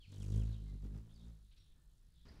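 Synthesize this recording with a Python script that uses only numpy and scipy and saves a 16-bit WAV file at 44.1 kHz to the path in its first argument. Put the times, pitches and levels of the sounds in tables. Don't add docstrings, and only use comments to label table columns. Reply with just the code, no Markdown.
import sys
import numpy as np
from scipy import signal
from scipy.fft import rfft, irfft
from scipy.io import wavfile
from scipy.ndimage import uniform_filter1d

SR = 44100
rng = np.random.default_rng(int(sys.argv[2]) if len(sys.argv) > 2 else 0)


def transcribe(u):
    v = np.clip(np.atleast_2d(u).T, -1, 1)
    q = np.round(v * 32767).astype(np.int16)
    wavfile.write(sys.argv[1], SR, q)


N = 105840
T = np.arange(N) / SR


# t/s, f/Hz
BEAT_RATE = [(0.07, 48.2), (0.29, 50.32), (0.38, 53.22), (0.47, 54.18), (0.55, 54.6), (0.61, 52.31),
             (0.7, 49.6), (0.81, 48.91), (0.88, 50.34), (0.94, 51.75), (1.0, 54.78), (1.08, 54.49),
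             (1.17, 56.0), (1.26, 59.0), (1.36, 53.5), (1.46, 50.3), (1.9, 52.0), (2.2, 55.0)]
def hummingbird(start_turn=.11, jitter_turns=.007):
    turns = start_turn + np.cumsum(curve(BEAT_RATE)) / SR + jitter_turns * flutter(23).real
    return feathers(turns) + air_puffs(turns) + wing_hum(turns) + wing_buzz(turns) + wingtip_hiss(turns)


# t/s, then level/dB of harmonics 1, 2, 3 and 4
HUM_LEVELS = [(.05, -90, -84, -103, -110), (.08, -88, -58, -68, -72), (.16, -62, -52, -60.5, -83),
              (.205, -48.5, -46.5, -56, -56.5), (.25, -46.5, -46.5, -59.5, -63),
              (.31, -44, -41, -50.5, -52), (.37, -35.5, -35, -45.5, -50.5), (.44, -37.5, -43.5, -52.5, -54),
              (.51, -41.5, -42.5, -54, -62.5), (.58, -49.5, -52, -62.5, -64.5),
              (.62, -46, -54, -57.5, -61.5), (.7, -46, -60.5, -60, -65), (.75, -45, -50, -57, -58.5),
              (.79, -48.5, -67.5, -62.5, -76), (.85, -44, -50.5, -54, -55), (.89, -46.5, -61, -57.5, -62),
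              (.96, -47.5, -49.5, -52.5, -57), (1.01, -49.5, -59.5, -67.5, -65.5),
              (1.07, -76.5, -59.5, -66, -74), (1.18, -58.5, -69, -69.5, -73), (1.23, -57, -63, -61, -66),
              (1.29, -51, -60.5, -61, -67), (1.37, -60, -72, -69, -84.5), (1.46, -61.5, -72.5, -82, -80),
              (1.55, -76, -83, -85.5, -97.5), (1.78, -78.5, -84, -81, -91.5), (1.86, -65.5, -78, -80, -99),
              (2.05, -81, -93, -92, -104), (2.2, -65.5, -81.5, -77.5, -102)]
def wing_hum(turns, wobble_hz=22.2, waver_hz=14):
    hum = np.zeros(N)
    for k in range(1, 5):
        wobble = 1 + .09 * (k - 1) * flutter(wobble_hz)
        waver = amp(-74 - 10 * (k - .5)) * flutter(waver_hz)
        strength = amp(curve(HUM_LEVELS, column=k)) * wobble + waver
        hum += (strength * beat_harmonic(k, turns)).real
    return hum


def beat_harmonic(k, turns):
    downstroke = lobe(k, place=0, width=.089)
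    stall_suction = (1 - hover()) * amp(-1) * lobe(k, place=.1464, width=.04)
    upstroke = hover() * amp(-8.5) * lobe(k, place=.67, width=.05)
    phase = np.angle(downstroke - stall_suction + upstroke)
    return np.sqrt(2) * np.exp(1j * (2 * np.pi * k * turns + phase))


def lobe(k, place, width):
    return width * np.exp(-2 * (np.pi * k * width) ** 2 - 2j * np.pi * k * place)


def hover(from_s=.51, by_s=.67):
    return np.clip((T - from_s) / (by_s - from_s), 0, 1)


# t/s, relative level/dB
BUZZ_LEVEL = [(.05, -99.5), (.125, -69), (.22, -68), (.31, -59), (.38, -58), (.45, -67.5), (.58, -76.5),
              (.62, -70), (.69, -72), (.755, -64.5), (.8, -82), (.855, -60), (.9, -71), (.97, -65.5),
              (1.03, -80), (1.16, -86), (1.28, -92), (1.5, -101)]
# harmonic number, level/dB relative to the fifth
OVERTONES = [(5, 0), (6, -4), (7, -6.5), (8, -6.5), (10, -13.5), (13, -29)]
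# f/Hz, relative level/dB
DOWNWASH_SPECTRUM = [(15, -27), (60, -12), (140, 16), (260, 5), (400, -12), (800, -28), (3000, -60)]
def wing_buzz(turns, wobble=.32):
    edges = np.zeros(N)
    for k in range(5, 14):
        dulling = amp(-(k - 5) * hover())
        strength = colour(OVERTONES, k) * dulling * (1 + wobble * flutter(40))
        edges += (strength * beat_harmonic(k, turns)).real
    downwash = shaped(rng.standard_normal(N), DOWNWASH_SPECTRUM)
    return amp(curve(BUZZ_LEVEL)) * (edges + downwash)


# t/s, relative level/dB
FEATHER_LEVEL = [(.09, -90), (.122, -72), (.17, -72.5), (.22, -68), (.3, -68), (.37, -65.5), (.43, -74),
                 (.5, -76.5), (.58, -79.5), (.75, -83.5), (.8, -86), (.85, -79.5), (.9, -89), (.97, -81.5),
                 (1.05, -92), (1.17, -82), (1.28, -83), (1.4, -91), (1.6, -105)]
# f/Hz, relative level/dB
SWISH_SPECTRUM = [(1000, -48), (3000, -16), (4800, -3.5), (6000, -1.5), (7400, -2), (8800, -21),
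                  (11000, -12), (16000, -34)]
RUSTLE_SPECTRUM = [(1000, -39), (2200, -17), (3500, -3), (6000, 2), (9500, -1.5), (11000, -10),
                   (13000, -18), (16000, -31)]
# place/turns, width/turns, relative level/dB
SWISH_BURSTS = [(0.005, .07, .5)]
RUSTLE_BURSTS = [(.03, 0.1, -2), (0.341, 0.075, -2.5)]
def feathers(turns):
    swish = beat_noise(turns, SWISH_BURSTS, SWISH_SPECTRUM, floor_db=-20)
    rustle = beat_noise(turns, RUSTLE_BURSTS, RUSTLE_SPECTRUM, floor_db=-6)
    return amp(curve(FEATHER_LEVEL)) * (amp(-5.5) * swish + amp(-5) * rustle)


# t/s, level/dB
PUFF_LEVEL = [(.06, -96), (0.128, -71), (.23, -68), (.32, -69.5), (.38, -62.5), (.45, -69), (.52, -68),
              (.59, -74), (.68, -76), (.75, -73.5), (.8, -83.5), (0.853, -67), (.9, -74.5), (.97, -68),
              (1.02, -75), (1.16, -78), (1.28, -72.5), (1.38, -83.5), (1.55, -105.5), (1.83, -88),
              (2.05, -101)]
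# f/Hz, relative level/dB
PUFF_SPECTRUM = [(100, -12), (300, 3.5), (480, -1), (700, -7.5), (1300, -11.5), (2200, -16.5), (4000, -18),
                 (9000, -30.5)]
# place/turns, width/turns, relative level/dB
PUFF_BURSTS = [(0.272, 0.036, 2), (0.442, 0.1, -5.5), (0.851, 0.057, -8)]
def air_puffs(turns):
    return amp(curve(PUFF_LEVEL)) * beat_noise(turns, PUFF_BURSTS, PUFF_SPECTRUM, floor_db=-5.5)


def beat_noise(turns, bursts, spectrum, floor_db, spread_db=2.6):
    gate = amp(floor_db)
    for place, width, db in bursts:
        beat = np.round(turns - place).astype(int)
        strength = amp(db + spread_db * rng.standard_normal(256))[beat]
        gate = gate + strength * np.exp(-((turns - place - beat) / width) ** 2 / 2)
    return shaped(gate * rng.standard_normal(N), spectrum)


# t/s, level/dB
TIP_LEVEL = [(.1, -92), (.13, -81.5), (.21, -80), (.28, -80), (.34, -82), (.38, -72.5), (.43, -82.5),
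             (.56, -90)]
# t/s, place/turns
TIP_PLACE = [(.13, 0.94), (.38, .81)]
def wingtip_hiss(turns, centre_hz=8300, fall_hz_per_turn=12020, blur_hz=2000, width_turns=.16):
    from_peak = (turns - curve(TIP_PLACE) + .5) % 1 - .5
    hz = centre_hz - fall_hz_per_turn * from_peak
    hiss = (flutter(blur_hz) * tone(hz)).real
    gate = np.exp(-(from_peak / width_turns) ** 2 / 2)
    return amp(curve(TIP_LEVEL)) * unit(hiss * gate)


# t/s, length/s, level/dB
WHISTLES = [(.003, 0.061, -70), (.203, 0.042, -70), (.388, .056, -73)]
def songbird(top_hz=3422, end_hz=2032, bend=1.7, waver_hz=444):
    song = np.zeros(N)
    for start, length, db in WHISTLES:
        fall = np.linspace(0, 1, int(length * SR)) ** bend
        hz = top_hz + (end_hz - top_hz) * fall
        waver = 1 + .36 * flutter(waver_hz)[:len(hz)]
        add(song, start, amp(db) * (waver * note(hz)).real)
    return song


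# t/s, length/s, start f/Hz, end f/Hz, blur/Hz, level/dB
FAR_CALLS = [(.0, .135, 4370, 4320, 168, -80), (.0, 0.16, 4090, 4055, 1790, -79.5),
             (0.114, 0.055, 4026, 3266, 794, -73), (0.161, 0.033, 3100, 3100, 150, -76),
             (0.311, 0.046, 4000, 3150, 810, -71), (0.344, 0.049, 3200, 3080, 163, -77.5),
             (0.434, 0.092, 3780, 4260, 910, -78), (0.517, 0.048, 4180, 3174, 760, -71),
             (0.558, 0.05, 3000, 3080, 251, -77.5), (0.598, 0.23, 4040, 3943, 890, -82),
             (0.647, .12, 2154, 1980, 40, -88.5), (1.089, 0.052, 3250, 3720, 597, -79),
             (1.133, 0.047, 5200, 4270, 200, -78), (1.172, .09, 3850, 3564, 380, -77.5),
             (1.406, 0.15, 3920, 3740, 700, -86.5), (1.509, 0.034, 3435, 3430, 1080, -76),
             (1.561, 0.034, 3900, 4000, 1420, -74.5), (1.574, 0.044, 5560, 5600, 120, -82.5),
             (1.592, 0.048, 3700, 3697, 905, -77.5), (1.618, 0.13, 3660, 3550, 600, -84),
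             (1.636, 0.36, 1763, 1775, 39.4, -98), (2.133, 0.14, 3730, 3590, 607, -81.5),
             (2.284, .03, 1847, 1813, 200, -75.5)]
def far_birds():
    calls = np.zeros(N)
    for start, length, from_hz, to_hz, blur_hz, db in FAR_CALLS:
        hz = np.linspace(from_hz, to_hz, int(length * SR))
        add(calls, start, amp(db) * blurred_note(hz, blur_hz))
    return calls


# t/s, length/s, level/dB
CHIPS = [(2.282, 0.022, -68.5)]
def near_bird(start_hz=3880, top_hz=4950, rise_s=.00425):
    chips = np.zeros(N)
    for start, length, db in CHIPS:
        age = T[:int(length * SR)]
        hz = top_hz + (start_hz - top_hz) * np.exp(-age / rise_s)
        add(chips, start, amp(db) * blurred_note(hz, blur_hz=220))
    return chips


def in_garden(sound, echo_db, t60_s=.54):
    tail = rng.standard_normal(N) * np.exp(-np.log(1000) * T / t60_s)
    echo = signal.fftconvolve(sound, tail / np.linalg.norm(tail))[:N]
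    return sound + amp(echo_db) * echo


# t/s, level/dB
TICKS = [(.093, -74), (.229, -58.5), (.976, -70.5), (1.981, -78)]
def ticks(decay_s=.0029):
    envelope = sum(amp(db) * (T >= start) * np.exp(-abs(T - start) / decay_s) for start, db in TICKS)
    return envelope * shaped(rng.standard_normal(N), RUSTLE_SPECTRUM)


# f/Hz, relative level/dB
RUSH_SPECTRUM = [(20, -9), (50, -9.5), (80, 3), (130, -8.5), (230, -11), (320, -17.5), (600, -26),
                 (1800, -30.5), (3500, -36), (5000, -32), (7500, -48.5), (15000, -79)]
def rush(start_s=2.251, rise_s=.0047, level_db=-57, fade_db_per_s=26):
    age = np.maximum(T - start_s, 0)
    envelope = np.minimum(age / rise_s, 1) * amp(level_db - fade_db_per_s * age)
    return envelope * shaped(rng.standard_normal(N), RUSH_SPECTRUM)


# f/Hz, relative level/dB
AMBIENCE_SPECTRUM = [(10, -7.5), (22, 5), (50, -6), (120, -13.5), (220, -25.5), (400, -34.5), (600, -40.5),
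                     (1800, -40), (2200, -45), (3800, -38), (6000, -44), (10000, -46.5), (15500, -49.5)]
def ambience(level_db=-65, patchy_db=2):
    cells = signal.stft(rng.standard_normal(N), nperseg=512)[2]
    patches = uniform_filter1d(rng.standard_normal(cells.shape), size=14, axis=0)
    patches = unit(uniform_filter1d(patches, size=12, axis=1))
    air = signal.istft(cells * amp(patchy_db * patches), nperseg=512)[1][:N]
    return amp(level_db) * shaped(air, AMBIENCE_SPECTRUM)


def whine(hz=10900, pulse_hz=62.4, level_db=-99):
    pulses = np.sin(np.pi * pulse_hz * T) ** 2
    band = (flutter(100) * np.exp(2j * np.pi * hz * T)).real
    return amp(level_db) * unit(pulses * band)


def amp(db):
    return 10 ** (np.asarray(db) / 20)


def unit(x):
    return x / np.sqrt(np.mean(abs(x) ** 2) + 1e-20)


def curve(rows, column=1):
    rows = np.array(rows)
    return np.interp(T, rows[:, 0], rows[:, column])


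def colour(spectrum, hz):
    f, db = np.transpose(spectrum)
    return amp(np.interp(np.log(hz + 1), np.log(f + 1), db))


def shaped(x, spectrum):
    return unit(irfft(rfft(x) * colour(spectrum, np.fft.rfftfreq(N, 1 / SR)), N))


def flutter(width_hz):
    noise = rng.standard_normal(2 * N).view(complex)
    pole = np.exp(-np.pi * width_hz * np.sqrt(2) / SR)
    return unit(signal.lfilter([1], [1, -2 * pole, pole * pole], noise))


def tone(hz):
    return np.exp(2j * np.pi * np.cumsum(hz) / SR)


def note(hz):
    return np.sqrt(2 * abs(np.sin(np.linspace(0, np.pi, len(hz))))) * tone(hz)


def blurred_note(hz, blur_hz):
    return (note(hz) * unit(flutter(blur_hz)[:len(hz)])).real


def add(mix, start_s, sound):
    part = mix[max(round(start_s * SR), 0):][:len(sound)]
    part += sound[:len(part)]


def scene():
    wings = hummingbird()
    calls = in_garden(songbird() + far_birds(), echo_db=-3)
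    chip = in_garden(near_bird(), echo_db=-7)
    return (wings + calls + chip + ticks() + ambience() + whine() + rush())[None]


def record(dry, edge_hz=15700):
    lowpass = signal.firwin(511, edge_hz, window=("kaiser", 9), fs=SR)
    return signal.oaconvolve(dry, lowpass[None], "same")


dry = scene()
out = record(dry)
transcribe(out)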